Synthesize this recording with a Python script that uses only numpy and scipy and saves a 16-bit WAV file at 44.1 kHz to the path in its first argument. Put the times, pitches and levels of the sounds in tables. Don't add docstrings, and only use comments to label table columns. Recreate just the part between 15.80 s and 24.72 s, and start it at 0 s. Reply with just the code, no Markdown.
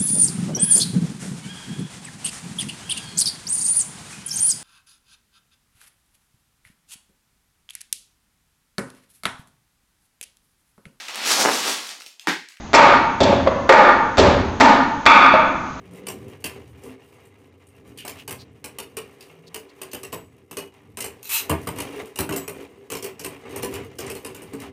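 import sys
import numpy as np
from scipy import signal
from scipy.fft import rfft, irfft, next_fast_len
from scipy.io import wavfile

SR = 44100
rng = np.random.default_rng(int(sys.argv[2]) if len(sys.argv) > 2 else 0)


def transcribe(signal):
    frames = np.atleast_2d(signal).T
    limited = np.clip(frames, -1, 1)
    pcm = np.round(limited * 32767).astype(np.int16)
    wavfile.write(sys.argv[1], SR, pcm)


N = 393372
T = np.arange(N) / SR
RING_T = T[:SR // 2]

# (time [s], relative level [dB])
ROAMING = [(0, -56.5), (1.3, -58.5), (1.8, -61), (2.8, -62.5), (3.5, -55), (4.6, -62.5), (5.1, -62),
           (6.9, -54.5), (7.08, -59.5), (8.9, -50)]
RUMBLE_OVER_SCRAPE_DB = 7.5
# (start [s], length before release [s], relative rumble [dB], relative scrape [dB])
RIM_ROLLS = [(0.096, 0.43, -41, -52), (0.73, 0.042, -38.5, -49), (1.007, 0.07, -38.5, -46),
             (1.987, 0.21, -48.5, -60), (2.321, 0.054, -58, -46.5), (5.592, 0.24, -40.5, -47.5),
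             (5.889, 0.34, -35, -41), (6.727, 0.084, -37, -45.5), (6.955, 0.042, -43, -52),
             (7.25, 0.031, -36, -43), (7.485, 0.053, -43, -45), (7.63, 0.39, -35, -42),
             (8.202, 0.16, -35, -40), (8.46, 0.052, -38.5, -47.5), (8.782, 0.081, -38.5, -46)]
LEAN_ATTACK_S, LEAN_RELEASE_DB_PER_S = 0.04, 157
WOBBLE_DB, SETTLE_DB_PER_S = -27.5, 95
# (frequency [Hz], relative level per Hz [dB])
SCRAPE_OUTLINE = [(500, 7), (1100, 6), (1450, 1.5), (2300, 2.5), (2950, 2.5), (3600, -9), (9000, -19),
                  (15800, -48)]
# (frequency [Hz], relative level per Hz [dB])
DRONE_OUTLINE = [(35, -39), (50, -7.5), (72, 2), (95, 7), (125, 5.5), (170, -3), (240, -0.5), (330, 0.5)]
# (time [s], mean spin [turns/s], relative level [dB])
SPIN = [(0.3, 165, -52), (0.6, 92, -47), (1.0, 75, -53), (1.3, 112, -70), (1.7, 89, -46.5), (2.1, 96, -56),
        (2.5, 77, -54), (5.5, 87, -86)]
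# (multiple of the spin [1], relative level [dB])
HUM_HARMONICS = [(1, -6), (2, -25), (3, -28)]
# (start [s], length before release [s], starting pitch [Hz], level [dB])
WHIRRS = [(0.06, 0.32, 182, -45.5), (1.039, 0.066, 251.5, -42), (3.47, 0.3, 156, -57),
          (6.13, 0.11, 420, -35)]
WHIRR_RISE_HZ_PER_S = 66
# (time [s], relative level [dB], note of the plastic shell [Hz])
GRAZES = [(0.134, -46, 9000), (1.035, -38.5, 9200), (1.454, -46.5, 9000), (1.869, -47, 9100),
          (2.1746, -28.5, 4200), (2.186, -26.5, 2900), (3.4075, -32, 4400), (4.115, -29.5, 4440),
          (4.3216, -34, 4370), (7.225, -21.5, 5660), (7.394, -25.5, 5700), (7.437, -28, 5700),
          (7.824, -27, 5530), (8.185, -23, 5540), (8.264, -27, 5700)]
# (time [s], relative click of the rims [dB], relative boom of the arena floor [dB])
CLASHES = [(0.2679, -21.5, -39), (0.2852, -22, -36), (0.641, -15.5, -40.5), (2.2496, -27.5, -44),
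           (2.2782, -22, -42.5), (2.4773, -23, -38), (2.5082, -22, -35), (2.8418, -23.5, -40.5),
           (2.985, -21, -37), (3.1677, -20.5, -34), (3.7438, -21.5, -39.5), (4.0156, -23, -40.5),
           (4.1322, -21.5, -35), (4.2318, -24.5, -41), (4.3265, -23, -29), (4.711, -29, -38),
           (4.7692, -19.5, -30.5), (5.171, -22, -34.5), (5.205, -17, -66), (5.242, -20, -36.5),
           (5.6954, -14.5, -22), (5.8715, -20.5, -25.5), (5.985, -23, -29), (6.0028, -20.5, -39),
           (6.358, -24, -50), (6.3875, -13, -27), (6.4909, -24.5, -27), (6.5237, -21, -27.5),
           (6.561, -18.5, -29), (6.6781, -21.5, -31.5), (7.1014, -23, -37), (7.1191, -20.5, -30.5),
           (7.152, -22.5, -34.5), (7.226, -33, -32), (7.243, -23, -35.5), (7.3963, -30.5, -35.5),
           (7.4456, -19.5, -31.5), (7.7603, -23, -35), (7.8297, -18.5, -24.5), (7.939, -24.5, -35),
           (8.1883, -24.5, -30.5), (8.299, -23, -40), (8.3511, -28.5, -44), (8.4477, -23.5, -34),
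           (8.5468, -30, -44), (8.6187, -34.5, -39.5), (8.7341, -34, -28), (8.801, -31, -55)]
KNOCK_OFFSET_DB, KNOCK_FOLLOWS_BOOM = -11.5, 0.42
# (frequency [Hz], relative level per Hz [dB])
RIM_OUTLINE = [(1400, -8.5), (2200, -1.5), (2850, 5), (3450, -7.5), (5000, -3.5), (7000, -4.5), (9200, 2),
               (11000, -4.5), (13800, -3), (15900, -10)]
# (frequency [Hz], relative level per Hz [dB])
WALL_OUTLINE = [(480, -9.5), (600, 4.5), (700, -0.5), (870, -0.5), (1000, 2), (1150, -0.5), (1350, -7),
                (2000, -9), (2800, -9.5), (3500, -21)]
# (frequency [Hz], relative level per Hz [dB])
TRAY_OUTLINE = [(55, -47), (80, 4.5), (125, -2.5), (170, 0), (230, -5), (330, 1.5)]
# (nominal frequency [Hz], relative level [dB], t60 [s])
FLOOR_MODES = [(236.6, -6.5, 0.074), (280.7, -4.5, 0.18), (342, -13.5, 0.11), (381.1, -4, 0.22),
               (396.4, -0.5, 0.19), (409.5, -3.5, 0.088), (454, -2, 0.14), (493.7, -3.5, 0.082)]
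# (frequency [Hz], relative level [dB], t60 [s])
WALL_MODES = [(757, -9.5, 0.19), (862, 1.5, 0.18), (992, -0.5, 0.079), (1160, 7, 0.12)]
# (time [s], relative level [dB])
THUDS = [(0.642, -32), (5.698, -12.5), (5.867, -25), (6.391, -20), (6.493, -23.5), (7.83, -31.5)]
# (time [s], relative level [dB], note of the struck panel [Hz])
WALL_HITS = [(1.06, -52.5, 1004), (2.2493, -39.5, 725), (4.3295, -35, 1030), (5.697, -26, 1000),
             (5.714, -27.5, 575), (5.871, -32.5, 1217), (6.3894, -32, 840), (6.4911, -31, 1480),
             (7.7604, -47, 844)]
PANEL_Q, PANEL_DB = 29, 4
# (start [s], length [s], pitch [Hz], relative level [dB])
SKIDS = [(2.175, 0.09, 2680, -50), (2.353, 0.097, 2700, -45), (2.575, 0.076, 4300, -47),
         (3.661, 0.035, 4300, -48.5), (3.883, 0.035, 4260, -57)]
# (time [s], level [dB])
SINGS = [(4.329, -39), (6.562, -28.5), (7.245, -43)]
# (frequency [Hz], relative level [dB], t60 [s])
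RING_MODES = [(6751, -17, .7), (7775, -12, 0.31), (7830, 3, 0.34), (12400, 0, 0.25), (14500, 8.5, 0.19)]
# (time [s], relative level [dB])
FIRST_TEETH = [(5.429, -35.5), (5.453, -34), (5.474, -35), (5.489, -40)]
# (time [s], mean tooth rate [teeth/s], relative level [dB])
PULL = [(5.484, 85, -120), (5.489, 156, -26.5), (5.515, 302, -25), (5.548, 494, -20.5), (5.583, 400, -26.5),
        (5.612, 260, -50), (5.69, 200, -120)]
# (frequency [Hz], relative level per Hz [dB])
RATCHET_OUTLINE = [(530, -28), (900, -8.5), (1740, -10.5), (1960, -8.5), (2780, 3), (3490, -6.5),
                   (4130, -1), (4490, -8.5), (6280, -5.5), (9320, -2.5), (10800, -6), (14000, 1),
                   (15800, -8)]
ZIP_HZ, ZIP_DB = 11000, -2
# (nominal delay [s], relative level [dB])
ECHOES = [(0, -0.5), (.0012, -2), (.003, -1.5), (.016, -4.5), (0.019, -3)]
SLAP_S, SLAP_DB = .018, -7
CUTOFF_HZ = 15900


def from_db(db):
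    return 10 ** (np.asarray(db) / 20)


def rms_one(x):
    return x / np.sqrt(np.mean(x ** 2) + 1e-20)


def in_time(rows):
    s, *columns = np.transpose(rows)
    return [np.interp(T, s, c) for c in columns]


def gain_at(outline, hz):
    f, db = np.transpose(outline)
    return from_db(np.interp(np.log(hz + 1e-9), np.log(f), db, left=-200, right=-200))


def add(out, s, sound):
    i = round(s * SR)
    out[i:i + len(sound)] += sound[:N - i]


def through(x, response):
    return signal.oaconvolve(x, response)[:N]


def resonate(x, hz, q):
    return signal.lfilter(*signal.iirpeak(hz, q, fs=SR), x)


def coloured(outline):
    size = next_fast_len(N)
    hz = np.arange(size // 2 + 1) * SR / size
    spectrum = rfft(rng.standard_normal(size)) * gain_at(outline, hz)
    return rms_one(irfft(spectrum, size)[:N])


def drift(per_s):
    knots = rng.standard_normal(N // 20)
    return rms_one(np.interp(T * per_s, np.arange(len(knots)), knots))


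def grains(per_s, spread_db):
    sizes = from_db(spread_db * np.minimum(rng.exponential(1, N), 4)) * rng.choice([-1, 1], N)
    return rms_one(sizes * (rng.random(N) < per_s / SR))


def crowded_rings(outline, t60, count, rise_s=1e-4):
    noise = coloured(outline)
    starts = rng.integers(0, N - len(RING_T), count)
    bursts = noise[starts[:, None] + np.arange(len(RING_T))]
    return bursts * from_db(-60 * RING_T / t60) * (1 - np.exp(-RING_T / rise_s))


def modal_rings(modes, spread_db, count, detune=0):
    hz, db, t60 = np.transpose(modes)[:, :, None]
    strength = from_db(db.T + spread_db * rng.standard_normal((count, len(hz))))
    strength *= rng.choice([-1, 1], strength.shape) / np.linalg.norm(strength, axis=1, keepdims=True)
    pitches = hz * (1 + detune * rng.standard_normal((count, len(hz), 1)))
    fading = from_db(-60 * RING_T / t60)
    return np.array([gains @ (np.sin(2 * np.pi * f * RING_T) * fading) for gains, f in zip(strength, pitches)])


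def blows(times, levels_db, rings):
    out = np.zeros(N)
    for s, db, sound in zip(times, levels_db, rings):
        add(out, s, from_db(db) * sound)
    return out


def scatter(touches, rings):
    out = np.zeros(N)
    rings = rings / np.linalg.norm(rings, axis=1, keepdims=True)
    dealt = rng.integers(0, len(rings), N)
    for i in np.flatnonzero(touches):
        add(out, i / SR, touches[i] * rings[dealt[i]])
    return out


def diffuse(t60, build_s):
    share = np.minimum(.02 + (RING_T / .12) ** 2, 1)
    reflections = rng.standard_normal(len(RING_T)) * (rng.random(len(RING_T)) < share) / np.sqrt(share)
    tail = reflections * from_db(-60 * RING_T / t60) * (1 - np.exp(-RING_T / build_s))
    return tail / np.linalg.norm(tail)


def slap(x):
    out = x.copy()
    add(out, SLAP_S, from_db(SLAP_DB) * x)
    return out


def snap(outline):
    size = 4096
    hz = np.arange(size // 2 + 1) * SR / size
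    gain = np.maximum(gain_at(outline, hz), from_db(-36.0))
    cepstrum = irfft(np.log(gain))[:size // 2]
    cepstrum[1:] *= 2
    return irfft(np.exp(rfft(cepstrum, size)))[:size // 2]


def contacts(outline, t60, tail_db, dull_db, count):
    soft_walls = signal.butter(2, 3000, fs=SR, output="sos")
    t = T[:SR // 20]
    fading = from_db(-60 * t / t60) * (1 - np.exp(-t / 0.00024))
    heard = []
    for _ in range(count):
        response = from_db(tail_db) * diffuse(t60=0.18, build_s=0.0072)
        response += from_db(dull_db) * signal.sosfilt(soft_walls, diffuse(t60=0.25, build_s=0.016))
        for s, db in ECHOES:
            chatter = fading * rng.standard_normal(len(t)) ** 3
            i = round(s * (1 + .06 * rng.uniform(-1, 1)) * SR)
            response[i:i + len(t)] += from_db(db) * chatter / np.linalg.norm(chatter)
        hz = np.geomspace(outline[0][0], outline[-1][0], num=90)
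        favour = from_db(4.7 * rng.standard_normal(len(hz)))
        colour = snap(np.column_stack([hz, 20 * np.log10(gain_at(outline, hz) * favour)]))
        sound = signal.fftconvolve(response, colour)[:len(RING_T)]
        heard.append(sound / np.linalg.norm(sound))
    return np.array(heard)


def lean(length):
    t = T[:SR]
    release = from_db(-LEAN_RELEASE_DB_PER_S * np.maximum(t - length, 0))
    return np.minimum(t / LEAN_ATTACK_S, 1) * release


def roughness():
    roaming_db, = in_time(ROAMING)
    s, click_db, _ = np.transpose(CLASHES)
    kicks = np.bincount((s * SR).astype(int), from_db(click_db + WOBBLE_DB) ** 2, N)
    wobble = signal.lfilter([1], [1, -from_db(-SETTLE_DB_PER_S / SR) ** 2], kicks)
    scrape = from_db(roaming_db) ** 2 + wobble
    rumble = scrape * from_db(RUMBLE_OVER_SCRAPE_DB) ** 2
    for start, length, rumble_db, scrape_db in RIM_ROLLS:
        add(rumble, start, (from_db(rumble_db) * lean(length)) ** 2)
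        add(scrape, start, (from_db(scrape_db) * lean(length)) ** 2)
    return 10 * np.log10(rumble), 10 * np.log10(scrape)


def running(rumble_db, scrape_db):
    pressure = from_db(scrape_db + 2.0 * drift(per_s=34))
    scrapes = contacts(SCRAPE_OUTLINE, t60=0.009, tail_db=-1.5, dull_db=-9.5, count=10)
    ticks = contacts(RIM_OUTLINE, t60=0.0042, tail_db=3.5, dull_db=-19, count=6)
    floor = modal_rings(FLOOR_MODES, spread_db=2.0, count=12)
    scrape = from_db(-1.5) * scatter(grains(per_s=380, spread_db=3.0), scrapes)
    ticking = from_db(-11.5) * scatter(grains(per_s=90, spread_db=4.0), ticks)
    rumble = scatter(grains(per_s=700, spread_db=4.0), floor)
    return pressure * (scrape + ticking) + from_db(rumble_db - 3.5) * rumble


def drone(rumble_db):
    strength = np.hypot(from_db(-57.0), from_db(rumble_db - 12.5))
    return coloured(DRONE_OUTLINE) * from_db(4.5 * drift(per_s=4.3)) * strength


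def spin_hum():
    turns_per_s, hum_db = in_time(SPIN)
    angle = 2 * np.pi * np.cumsum(turns_per_s + 0.79 * drift(per_s=9.1)) / SR
    hum = np.zeros(N)
    for multiple, db in HUM_HARMONICS:
        hum += from_db(hum_db + db + 2 * drift(per_s=6.94)) * np.sin(round(multiple) * angle)
    return hum


def whirrs():
    out = np.zeros(N)
    waver, flutter = 1 + 0.0264 * drift(per_s=30), from_db(3.3 * drift(per_s=25))
    for start, length, hz, db in WHIRRS:
        here = slice(round(start * SR), round(start * SR) + SR)
        pitch = (hz + WHIRR_RISE_HZ_PER_S * T[:SR]) * waver[here]
        tone = np.sin(2 * np.pi * np.cumsum(pitch) / SR)
        add(out, start, from_db(db) * lean(length) * flutter[here] * tone)
    return out


def grazes():
    s, db, notes = np.transpose(GRAZES)
    ticks = contacts(RIM_OUTLINE, t60=0.012, tail_db=3, dull_db=7.5, count=len(s))
    shell = np.array([resonate(tick, hz, q=3) for hz, tick in zip(notes, ticks)])
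    return blows(s, db + 13.0, ticks + from_db(4.5) * shell)


def wall_knocks(count):
    clatter = contacts(WALL_OUTLINE, t60=0.031, tail_db=1.5, dull_db=3, count=count)
    rings = modal_rings(WALL_MODES, spread_db=5, count=count)
    return from_db(29) * clatter + from_db(-3.5) * rings


def clashes():
    s, click_db, boom_db = np.transpose(CLASHES)
    knock_db = KNOCK_OFFSET_DB + click_db + KNOCK_FOLLOWS_BOOM * (boom_db - click_db)
    clicks = contacts(RIM_OUTLINE, t60=0.013, tail_db=2.6, dull_db=3.5, count=len(s))
    floor = modal_rings(FLOOR_MODES, spread_db=4.5, count=len(s), detune=0.031)
    tray = from_db(-16.5) * crowded_rings(TRAY_OUTLINE, t60=0.28, count=len(s))
    swell = 1 - np.exp(-RING_T / 0.0052)
    bright = blows(s, click_db + 18.0, clicks) + blows(s, knock_db, wall_knocks(count=len(s)))
    boom = slap(blows(s, boom_db + 6.5, swell * (floor + tray)))
    return bright, boom


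def thuds():
    s, db = np.transpose(THUDS)
    return blows(s, db, crowded_rings(TRAY_OUTLINE, t60=0.19, count=len(s), rise_s=0.0096))


def wall_hits():
    s, db, notes = np.transpose(WALL_HITS)
    hz = notes[:, None]
    ringing = np.sin(2 * np.pi * hz * RING_T) * np.exp(-np.pi * hz * RING_T / PANEL_Q)
    return blows(s, db, wall_knocks(count=len(s))) + slap(blows(s, db + PANEL_DB, ringing))


def skids():
    out, slips = np.zeros(N), grains(per_s=900, spread_db=2)
    for start, length, hz, db in SKIDS:
        swell = np.hanning(round(length * SR))
        chirp = rms_one(resonate(slips[round(start * SR):][:len(swell)], hz, q=5.2))
        add(out, start, from_db(db) * swell * chirp)
    return out


def singing_rings():
    s, db = np.transpose(SINGS)
    return blows(s, db, modal_rings(RING_MODES, spread_db=2, count=len(s)))


def launcher():
    teeth_per_s, pull_db = in_time(PULL)
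    passed = np.floor(np.cumsum(teeth_per_s * from_db(1.0 * drift(per_s=200))) / SR)
    uneven = from_db(pull_db + 1.3 * rng.standard_normal(N))
    teeth = np.diff(passed, prepend=0) * uneven * np.sqrt(SR / teeth_per_s)
    snaps = contacts(RATCHET_OUTLINE, t60=0.009, tail_db=5.5, dull_db=4.5, count=12)
    rip = scatter(teeth, snaps)
    highpass = signal.butter(2, ZIP_HZ, "high", fs=SR, output="sos")
    treble = signal.sosfilt(highpass, scatter(teeth, snaps))
    brightness = from_db(ZIP_DB) * (teeth_per_s / teeth_per_s.max()) ** 2
    single_teeth = from_db(25.0) * blows(*np.transpose(FIRST_TEETH), snaps)
    return rip + brightness * treble + single_teeth


def scene():
    rumble_db, scrape_db = roughness()
    spinning = running(rumble_db, scrape_db) + drone(rumble_db) + spin_hum() + whirrs()
    bright, boom = clashes()
    low = boom + thuds()
    low = low + from_db(-9.0) * through(low, diffuse(t60=0.28, build_s=0.011))
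    touches = grazes() + wall_hits() + skids() + singing_rings()
    return (spinning + bright + low + touches + launcher())[None]


def record(dry):
    thin = signal.sosfilt(signal.butter(4, 58, "high", fs=SR, output="sos"), dry)
    return signal.sosfilt(signal.ellip(10, .3, 80, CUTOFF_HZ, fs=SR, output="sos"), thin)


dry = scene()
out = record(dry)
transcribe(out)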